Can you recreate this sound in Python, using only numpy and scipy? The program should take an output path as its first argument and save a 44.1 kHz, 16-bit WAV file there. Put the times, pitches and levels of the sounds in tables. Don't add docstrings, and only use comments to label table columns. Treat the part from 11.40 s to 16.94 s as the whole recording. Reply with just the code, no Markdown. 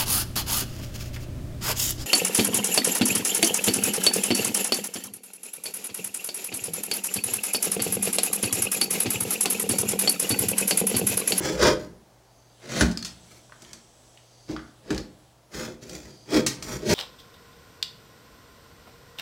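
import sys
import numpy as np
from scipy import signal
from scipy.fft import rfft, irfft, next_fast_len
from scipy.io import wavfile
from scipy.ndimage import uniform_filter1d, map_coordinates

SR = 44100
rng = np.random.default_rng(int(sys.argv[2]) if len(sys.argv) > 2 else 0)


def master_out(mix):
    frames = np.transpose(np.atleast_2d(mix))
    ceiling = np.clip(frames, -1, 1)
    pcm = np.round(ceiling * 32767).astype(np.int16)
    wavfile.write(sys.argv[1], SR, pcm)


N = 244314


def amp(db):
    return 10 ** (np.asarray(db) / 20)


def unit(x):
    return x / np.sqrt(np.mean(x ** 2) + 1e-20)


def along(points, hz):
    f, v = np.transpose(points)
    return np.interp(np.log(hz + 1), np.log(f), v)


def wobble(knots_per_s):
    knots = rng.standard_normal(int(N * knots_per_s / SR) + 4)
    return map_coordinates(knots, [np.arange(N) * knots_per_s / SR])


def coloured(x, spectrum):
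    size = 8192
    cepstrum = irfft(np.log(amp(along(spectrum, np.fft.rfftfreq(size, 1 / SR)))))
    cepstrum[1:size // 2] *= 2
    cepstrum[size // 2 + 1:] = 0
    pulse = irfft(np.exp(rfft(cepstrum)))
    return signal.fftconvolve(x, pulse / np.linalg.norm(pulse))[:len(x)]


def band(hz, width_hz):
    f = np.fft.rfftfreq(N, 1 / SR)
    return unit(irfft(rfft(rng.standard_normal(N)) / (1 + (2 * (f - hz) / width_hz) ** 2), N))


def fade(t, t60_s):
    return np.exp(-np.log(1000) * t / t60_s)


def burst(t, t60_s):
    return rng.standard_normal(len(t)) * fade(t, t60_s)


def ring(modes, t, scatter_db):
    hz, db, t60_s = np.transpose(modes)[:, :, None]
    gain = amp(db + scatter_db * rng.standard_normal(hz.shape)) * rng.choice([-1, 1], hz.shape)
    return np.sum(gain * np.sin(2 * np.pi * hz * t) * fade(t, t60_s), axis=0)


def favouring(modes, hz, db, octaves):
    f, level_db, t60_s = np.transpose(modes)
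    nearness = np.exp(-(np.log2(f / hz) / octaves) ** 2)
    return np.transpose([f, level_db + db * (nearness - 1), t60_s])


def resonate(x, modes):
    response = ring(modes, np.arange(SR // 3) / SR, scatter_db=0.5)
    return signal.fftconvolve(x, response / np.linalg.norm(response))[:len(x)]


def add(track, time_s, sound):
    start = round(time_s * SR)
    track[start:start + len(sound)] += sound[:N - start]


def arch_db(t, start_s, rise_s, hold_s, fall_s):
    away = np.maximum((start_s + rise_s - t) / rise_s, (t - start_s - rise_s - hold_s) / fall_s)
    return -20 * np.clip(away, 0, 4) ** 1.4


def teeth(speed, tooth_hz=619.5, catch_scatter_db=2.0, fibre_scatter_db=3, rub=0.74):
    rate_hz = tooth_hz * speed * amp(2.2 * wobble(40))
    passing = np.diff(np.floor(np.cumsum(rate_hz) / SR), prepend=0)
    bites = passing * amp(catch_scatter_db * rng.standard_normal(N)) / np.sqrt(rate_hz)
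    tearing = unit(signal.fftconvolve(bites, fade(np.arange(SR // 50) / SR, 0.018))[:N])
    fibres = unit(rng.standard_normal(N) * amp(fibre_scatter_db * rng.standard_normal(N)))
    grain = amp(1.67 * wobble(130))
    cut = unit(fibres * (rub + tearing) * grain)
    tugs = unit(bites - uniform_filter1d(bites, SR // 150))
    return cut, unit(cut + .5 * tugs)


def fibre_snaps(snaps_per_s=80, scatter_db=3):
    snaps = (rng.random(N) < snaps_per_s / SR) * amp(scatter_db * rng.standard_normal(N))
    return unit(signal.fftconvolve(snaps, burst(np.arange(SR // 50) / SR, t60_s=0.017))[:N])


def kerf(x, ring_db=-3.5):
    response = burst(np.arange(SR // 16) / SR, t60_s=0.033)
    ringing = unit(signal.fftconvolve(x, response)[:len(x)])
    return unit(x + amp(ring_db) * ringing)


# (frequency [Hz], level [dB], t60 [s])
PANEL_MODES = [(62.6, -5.5, 0.21), (69.8, -9.5, 0.069), (127.3, -4, 0.16), (150.7, -9, 0.36),
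               (185.2, -0.5, 0.12), (229.2, -11.5, 0.36), (277, -13.5, 0.086), (308.1, -3.5, 0.13),
               (364, 0, 0.088), (394.2, -3.5, 0.098), (434.2, -5.5, 0.11), (503, -10.5, 0.23),
               (550, -9, 0.074), (610.7, -3.5, 0.085), (681.7, -10.5, 0.1), (839, -11.5, 0.093),
               (915, -17.5, 0.17), (1025, -12, 0.033)]
# (frequency [Hz], level [dB], t60 [s])
BLADE_MODES = [(1272, -1.5, 0.13), (1401, -9, 0.2), (1582, -17, 0.18), (1740, -18, 0.039),
               (2025, -3, 0.025), (2383, -2.5, 0.083), (3207, -3.5, 0.1), (3268, -26, 0.15),
               (3450, -1, 0.083), (4367, 4, 0.064), (4380, -0.5, 0.012), (4710, -5, 0.021),
               (4900, 8, 0.012), (5290, 0, 0.023), (5530, -9, 0.082), (5950, 0.5, 0.052), (6250, -21, 0.15),
               (6870, 1, 0.075)]
# (frequency [Hz], density [dB])
RASP_SPECTRUM = [(100, -20.5), (400, 2.5), (800, 1.5), (1400, 2), (2300, 2), (2900, -3), (3900, -1),
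                 (5000, 0.5), (7000, -3), (7800, -8.5), (10000, -13), (12000, -17), (16000, -21)]
# (start [s], rise [s], hold [s], fall [s], level [dB], panel push offset [dB],
#   favoured panel pitch [Hz], emphasis [dB], rasp tilt [dB/octave])
SAW_STROKES = [ (0.0, 0.045, .04, .11, -30.5, 4, 460, 5.5, 0.5),
               (.178, 0.053, 0.055, .068, -22.5, 4.5, 550, 9, -.7),
               (0.353, .04, 0.023, .12, -53, 13.5, 200, 13, 3.5),
               (1.195, 0.044, 0.024, 0.039, -51.5, -4, 220, 1.5, -3.5),
               (1.263, 0.12, 0.042, 0.091, -29, -0.5, 223, 6.5, -0.5),
               (1.823, 0.093, 0.047, 0.075, -54.5, 0, 200, 4.5, 3.5),
               (2.14, 0.097, 0.096, 0.15, -53.5, -1, 230, 12, 0.5),
               (3.074, .02, .035, 0.074, -46, 8.5, 270.4, 4, -1.5),
               (3.44, .075, 0.065, .08, -42.5, 6.5, 328, 3, -2),
               (4.11, .045, .07, 0.12, -38, 2.5, 228.1, 6, 1.5),
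               (4.4, 0.028, 0.0096, .1, -49.5, 6, 226, 5.5, 2),
               (4.468, .04, 0.05, .12, -46, 6.5, 222.6, 4.5, 2),
               (4.621, 0.038, 0.025, .13, -53.5, 8.5, 221.4, 6, 1),
               (4.888, .06, 0.016, 0.073, -27, 6.5, 380, 9.5, -0.4),
               (5.203, 0.1, 0.028, .1, -37, 4, 201.8, 1.5, 2),
               (5.399, 0.027, .02, 0.061, -48.5, 17, 395, 7, -1.5),
               (5.457, .06, .03, 0.076, -22.5, 4, 400, 2.5, 0.5)]


def sawing(rasp_db, steel_db, panel_db, push_lag_s=0.002):
    out, t = np.zeros(N), np.arange(N) / SR
    effort = np.max([amp(stroke[4] + arch_db(t, *stroke[:4])) for stroke in SAW_STROKES], axis=0)
    cut, force = teeth(speed=(effort / effort.max() + .01) ** .25)
    grit = unit(cut + amp(-5.5) * fibre_snaps())
    for *timing, db, push_db, hz, emphasis_db, tilt_db_per_oct in SAW_STROKES:
        start_s, rise_s, hold_s, fall_s = timing
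        near = (t > start_s - rise_s / 2) & (t < start_s + rise_s + hold_s + fall_s + .3)
        level = amp(db + arch_db(t[near], *timing))
        push = amp(db + push_db + 0.75 * arch_db(t[near] - push_lag_s, *timing))
        spectrum = [(f, d + tilt_db_per_oct * np.log2(f / 1000)) for f, d in RASP_SPECTRUM]
        rasp = coloured(level * kerf(grit[near]), spectrum)
        steel = resonate(level * cut[near], BLADE_MODES)
        board = resonate(push * force[near], favouring(PANEL_MODES, hz, emphasis_db, octaves=0.94))
        out[near] += amp(rasp_db) * rasp + amp(steel_db) * steel + amp(panel_db) * board
    return out


# (frequency [Hz], density [dB])
AIR_SPECTRUM = [(25, -8), (58, -1), (88, -12.5), (125, -4.5), (190, -11), (370, -9.5), (480, -10.5),
                (640, -6), (850, -10.5), (1200, -16.5), (2500, -23.5), (6000, -23), (11000, -31),
                (16000, -33)]


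def air():
    return amp(-58.5 + 0.47 * wobble(4.5)) * coloured(rng.standard_normal(N), AIR_SPECTRUM)


def mains_hum(hz=120):
    t = np.arange(N) / SR
    return amp(-60.5 + wobble(2.065)) * np.sin(2 * np.pi * hz * t)


# (frequency [Hz], density [dB])
THUMP_SPECTRUM = [(15, -39), (30, -26), (48, 4), (100, 0), (180, 2), (280, 7), (420, -3), (800, -6),
                  (1500, -21), (4000, -63)]
# (frequency [Hz], density [dB])
CRACK_SPECTRUM = [(300, 0), (550, -2.5), (1000, -4), (1550, 12.5), (2100, -1.5), (4400, -1.5), (7500, -3.5),
                  (10000, -16.5), (15000, -26)]
# (time [s], level [dB], crack offset [dB], favoured pitch [Hz], low cut [Hz], rebound delay [s])
PANEL_THUMPS = [(.004, -26.5, -13, 400, 60.6, .04), (1.409, -14.5, 0, 178, 56, .014),
                (3.095, -25.5, -21, 294, 46, .036), (3.505, -20, -7.5, 384, 48, .022),
                (4.141, -31.5, -22, 69.96, 42, .03), (4.278, -32, -15, 79.95, 42, .03)]


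def thumps(rebound_db=-3.5, rebound_crack_db=-9):
    out, t = np.zeros(N), np.arange(SR // 2) / SR
    for time_s, db, crack_db, hz, low_cut_hz, rebound_s in PANEL_THUMPS:
        low_cut = signal.butter(4, low_cut_hz, "high", fs=SR, output="sos")
        for delay_s, softer_db, duller_db in [(0, 0, 0), (rebound_s, rebound_db, rebound_crack_db)]:
            board = ring(favouring(PANEL_MODES, hz, db=7.0, octaves=0.26), t, scatter_db=7)
            rumble = unit(board) + 2.9 * unit(burst(t, t60_s=0.24))
            thump = signal.sosfilt(low_cut, coloured(rumble, THUMP_SPECTRUM))
            crack = coloured(burst(t, t60_s=0.078), CRACK_SPECTRUM)
            hit = amp(3.5) * thump / abs(thump).max() + amp(crack_db + duller_db + 0.5) * crack
            add(out, time_s + delay_s, amp(db + softer_db) * hit)
    return out


def chirper(hz=10100, chirps_per_s=4):
    t = np.arange(N) / SR
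    beat = np.sin(np.pi * chirps_per_s * t + 1.4 * wobble(2.03)) ** 2
    return amp(-76) * beat * band(hz, width_hz=700)


# (peak time [s], 1/e half-width [s], pitch [Hz], rms at peak [dB])
BLADE_JUDDERS = [(0.224, 0.02, 467, -21.5), (0.262, 0.02, 680, -32), (0.273, 0.033, 939, -29),
                 (0.294, 0.02, 291, -24), (0.267, 0.075, 61.5, -31.5), (1.41, 0.017, 10100, -33.5),
                 (1.464, 0.071, 176.5, -27.5), (1.467, 0.066, 231.8, -32), (3.524, .03, 390, -32),
                 (3.56, 0.055, 44.1, -39), (4.952, .03, 681, -36), (4.967, 0.033, 303.1, -18.5),
                 (4.985, 0.026, 231.4, -26), (5.515, 0.035, 609.2, -29), (5.52, .03, 940, -34.5)]


def judders():
    out, t = np.zeros(N), np.arange(N) / SR
    for peak_s, half_width_s, hz, db in BLADE_JUDDERS:
        swell = np.exp(-((t - peak_s) / half_width_s) ** 2)
        drift_rad = 1.08 * wobble(70) + 2 * np.pi * hz * np.cumsum(0.013 * wobble(600)) / SR
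        out += np.sqrt(2) * amp(db) * swell * np.sin(2 * np.pi * hz * t + drift_rad)
    return out


# (start [s], end [s], centre [Hz], width [Hz], rms [dB])
INSECT_BUZZES = [(0.802, 1.301, 4670, 401.3, -70.5), (0.847, 1.3, 6250, 587, -69.5),
                 (1.497, 2.898, 7860, 1199, -67), (1.674, 3.393, 5970, 1860, -65),
                 (2.8, 3.354, 4640, 600, -63), (2.8, 3.196, 6310, 602, -68),
                 (4.551, 5.248, 4727, 555.7, -60), (4.55, 5.252, 6262, 800, -64)]


def insects(ramp_s=0.14):
    out, t = np.zeros(N), np.arange(N) / SR
    for start_s, end_s, hz, width_hz, db in INSECT_BUZZES:
        swell = np.clip(np.minimum(t - start_s, end_s - t) / ramp_s, 0, 1)
        out += amp(db + wobble(10) + wobble(51)) * swell * band(hz, width_hz)
    return out


# (frequency [Hz], density [dB])
HISS_SPECTRUM = [(2000, -13), (3300, -0.5), (4000, -3), (4700, -5.5), (6300, -14), (8000, -2.5),
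                 (9200, -13), (10200, -6), (12000, -25)]
# (time [s], level [dB])
HISS_ENVELOPE = [(.8, -97), (1.2, -61), (1.8, -59.5), (2.1, -64.5), (2.6, -65.5), (3.4, -65.5),
                 (3.9, -68.5), (4.1, -83), (4.8, -65)]


def hiss():
    level_db = np.interp(np.arange(N) / SR, *np.transpose(HISS_ENVELOPE))
    return amp(level_db) * coloured(rng.standard_normal(N), HISS_SPECTRUM)


# (frequency [Hz], density [dB])
SLAP_SPECTRUM = [(150, 4), (700, -6.5), (1400, -3), (2300, -2.5), (3400, -4), (5200, 2.5), (7000, -1),
                 (8500, -4), (12000, -14.5), (16000, -17)]
# (time [s], level [dB], ring offset [dB], rattle t60 [s], favoured pitch [Hz])
BLADE_CLACKS = [(1.513, -33, -3, 0.07, 4400), (1.574, -25, 4, .02, 4980), (1.591, -36, 3, .02, 4623),
                (1.626, -27, 4, 0.02, 4330), (1.648, -28, -2, 0.14, 4430), (2.22, -41, -6, 0.05, 7180),
                (2.249, -41.5, 3, .013, 3200), (2.332, -32, -3, 0.028, 5850),
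                (3.114, -36.5, -11.5, .015, 5500), (3.547, -29, -6, .015, 7100),
                (3.564, -36, -9, .015, 4400), (3.579, -27.5, -1.5, 0.024, 4570),
                (4.495, -34.5, -14, 0.038, 4996), (4.905, -34.5, -10, 0.053, 5000),
                (5.064, -14.5, -4, 0.099, 5647), (5.225, -29.5, -16, 0.085, 6000)]


def clacks(focus_octaves=1.23):
    out, t = np.zeros(N), np.arange(SR // 2) / SR
    for time_s, db, ring_db, t60_s, hz in BLADE_CLACKS:
        focus_db = 6.5 * min(amp(ring_db), 1)
        spectrum = [(f, d + focus_db * np.exp(-(np.log2(f / hz) / focus_octaves) ** 2))
                    for f, d in SLAP_SPECTRUM]
        slap = coloured(burst(t, t60_s), spectrum)
        steel = ring(favouring(BLADE_MODES, hz, db=16, octaves=.28), t, scatter_db=1.5)
        pinch = fade(t, 6 * t60_s)
        add(out, time_s, amp(db - 2.5) * (slap + amp(ring_db - 6) * steel * pinch))
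    return out


# (frequency [x pitch], level [dB], t60 [s])
SCRAP_MODES = [(.92, -17, .02), (1.05, 0.5, 0.024), (1.35, -4, .025), (1.7, -22, 0.013)]
# (frequency [x pitch], density [dB])
TICK_SPECTRUM = [(.25, -15), (1, 2), (1.4, 3), (1.8, -9), (3.8, -10.5), (5, -30), (9, -56)]
# (time [s], level [dB], pitch [Hz])
SCRAP_TAPS = [(2.096, -47, 1074), (2.122, -35, 1141), (2.774, -44.5, 2783), (3.164, -24.5, 1329),
              (3.192, -37, 1500)]


def taps():
    out, t = np.zeros(N), np.arange(SR // 4) / SR
    for time_s, db, hz in SCRAP_TAPS:
        knock = sum(amp(mode_db) * np.sin(2 * np.pi * ratio * hz * t) * fade(t, t60_s)
                    for ratio, mode_db, t60_s in SCRAP_MODES)
        tick = coloured(burst(t, t60_s=0.037), [(ratio * hz, d) for ratio, d in TICK_SPECTRUM])
        add(out, time_s, amp(db - 4) * (knock + 0.81 * tick))
    return out


# (frequency [Hz], t60 [s])
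ROOM_DECAY = [(100, 0.84), (400, 0.48), (2000, 0.43), (6000, 0.25), (14000, 0.25)]


def room(x, wet_db):
    hz, t, noise = signal.stft(rng.standard_normal(SR), SR, nperseg=256)
    tail = signal.istft(noise * fade(t, along(ROOM_DECAY, hz)[:, None]), SR, nperseg=256)[1]
    tail = np.pad(tail / np.linalg.norm(tail), (SR // 200, 0))
    return x + amp(wet_db) * signal.fftconvolve(x, tail)[:N]


def scene():
    saw = sawing(rasp_db=-0.5, steel_db=-10.5, panel_db=-2.0) + judders() + thumps()
    work = room(saw, wet_db=-13.0) + room(clacks(), wet_db=-5.5) + room(taps(), wet_db=-5.5)
    return (work + chirper() + insects() + air() + mains_hum() + hiss())[None]


def record(dry):
    top_hz = 15900
    size = next_fast_len(N + SR // 2)
    hz = np.fft.rfftfreq(size, 1 / SR)
    low_cut = amp(along([(20, -26), (32, -8), (48, 0)], hz))
    return irfft(rfft(dry, size) * low_cut * (hz < top_hz), size)[:, :N]


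dry = scene()
out = record(dry)
master_out(out)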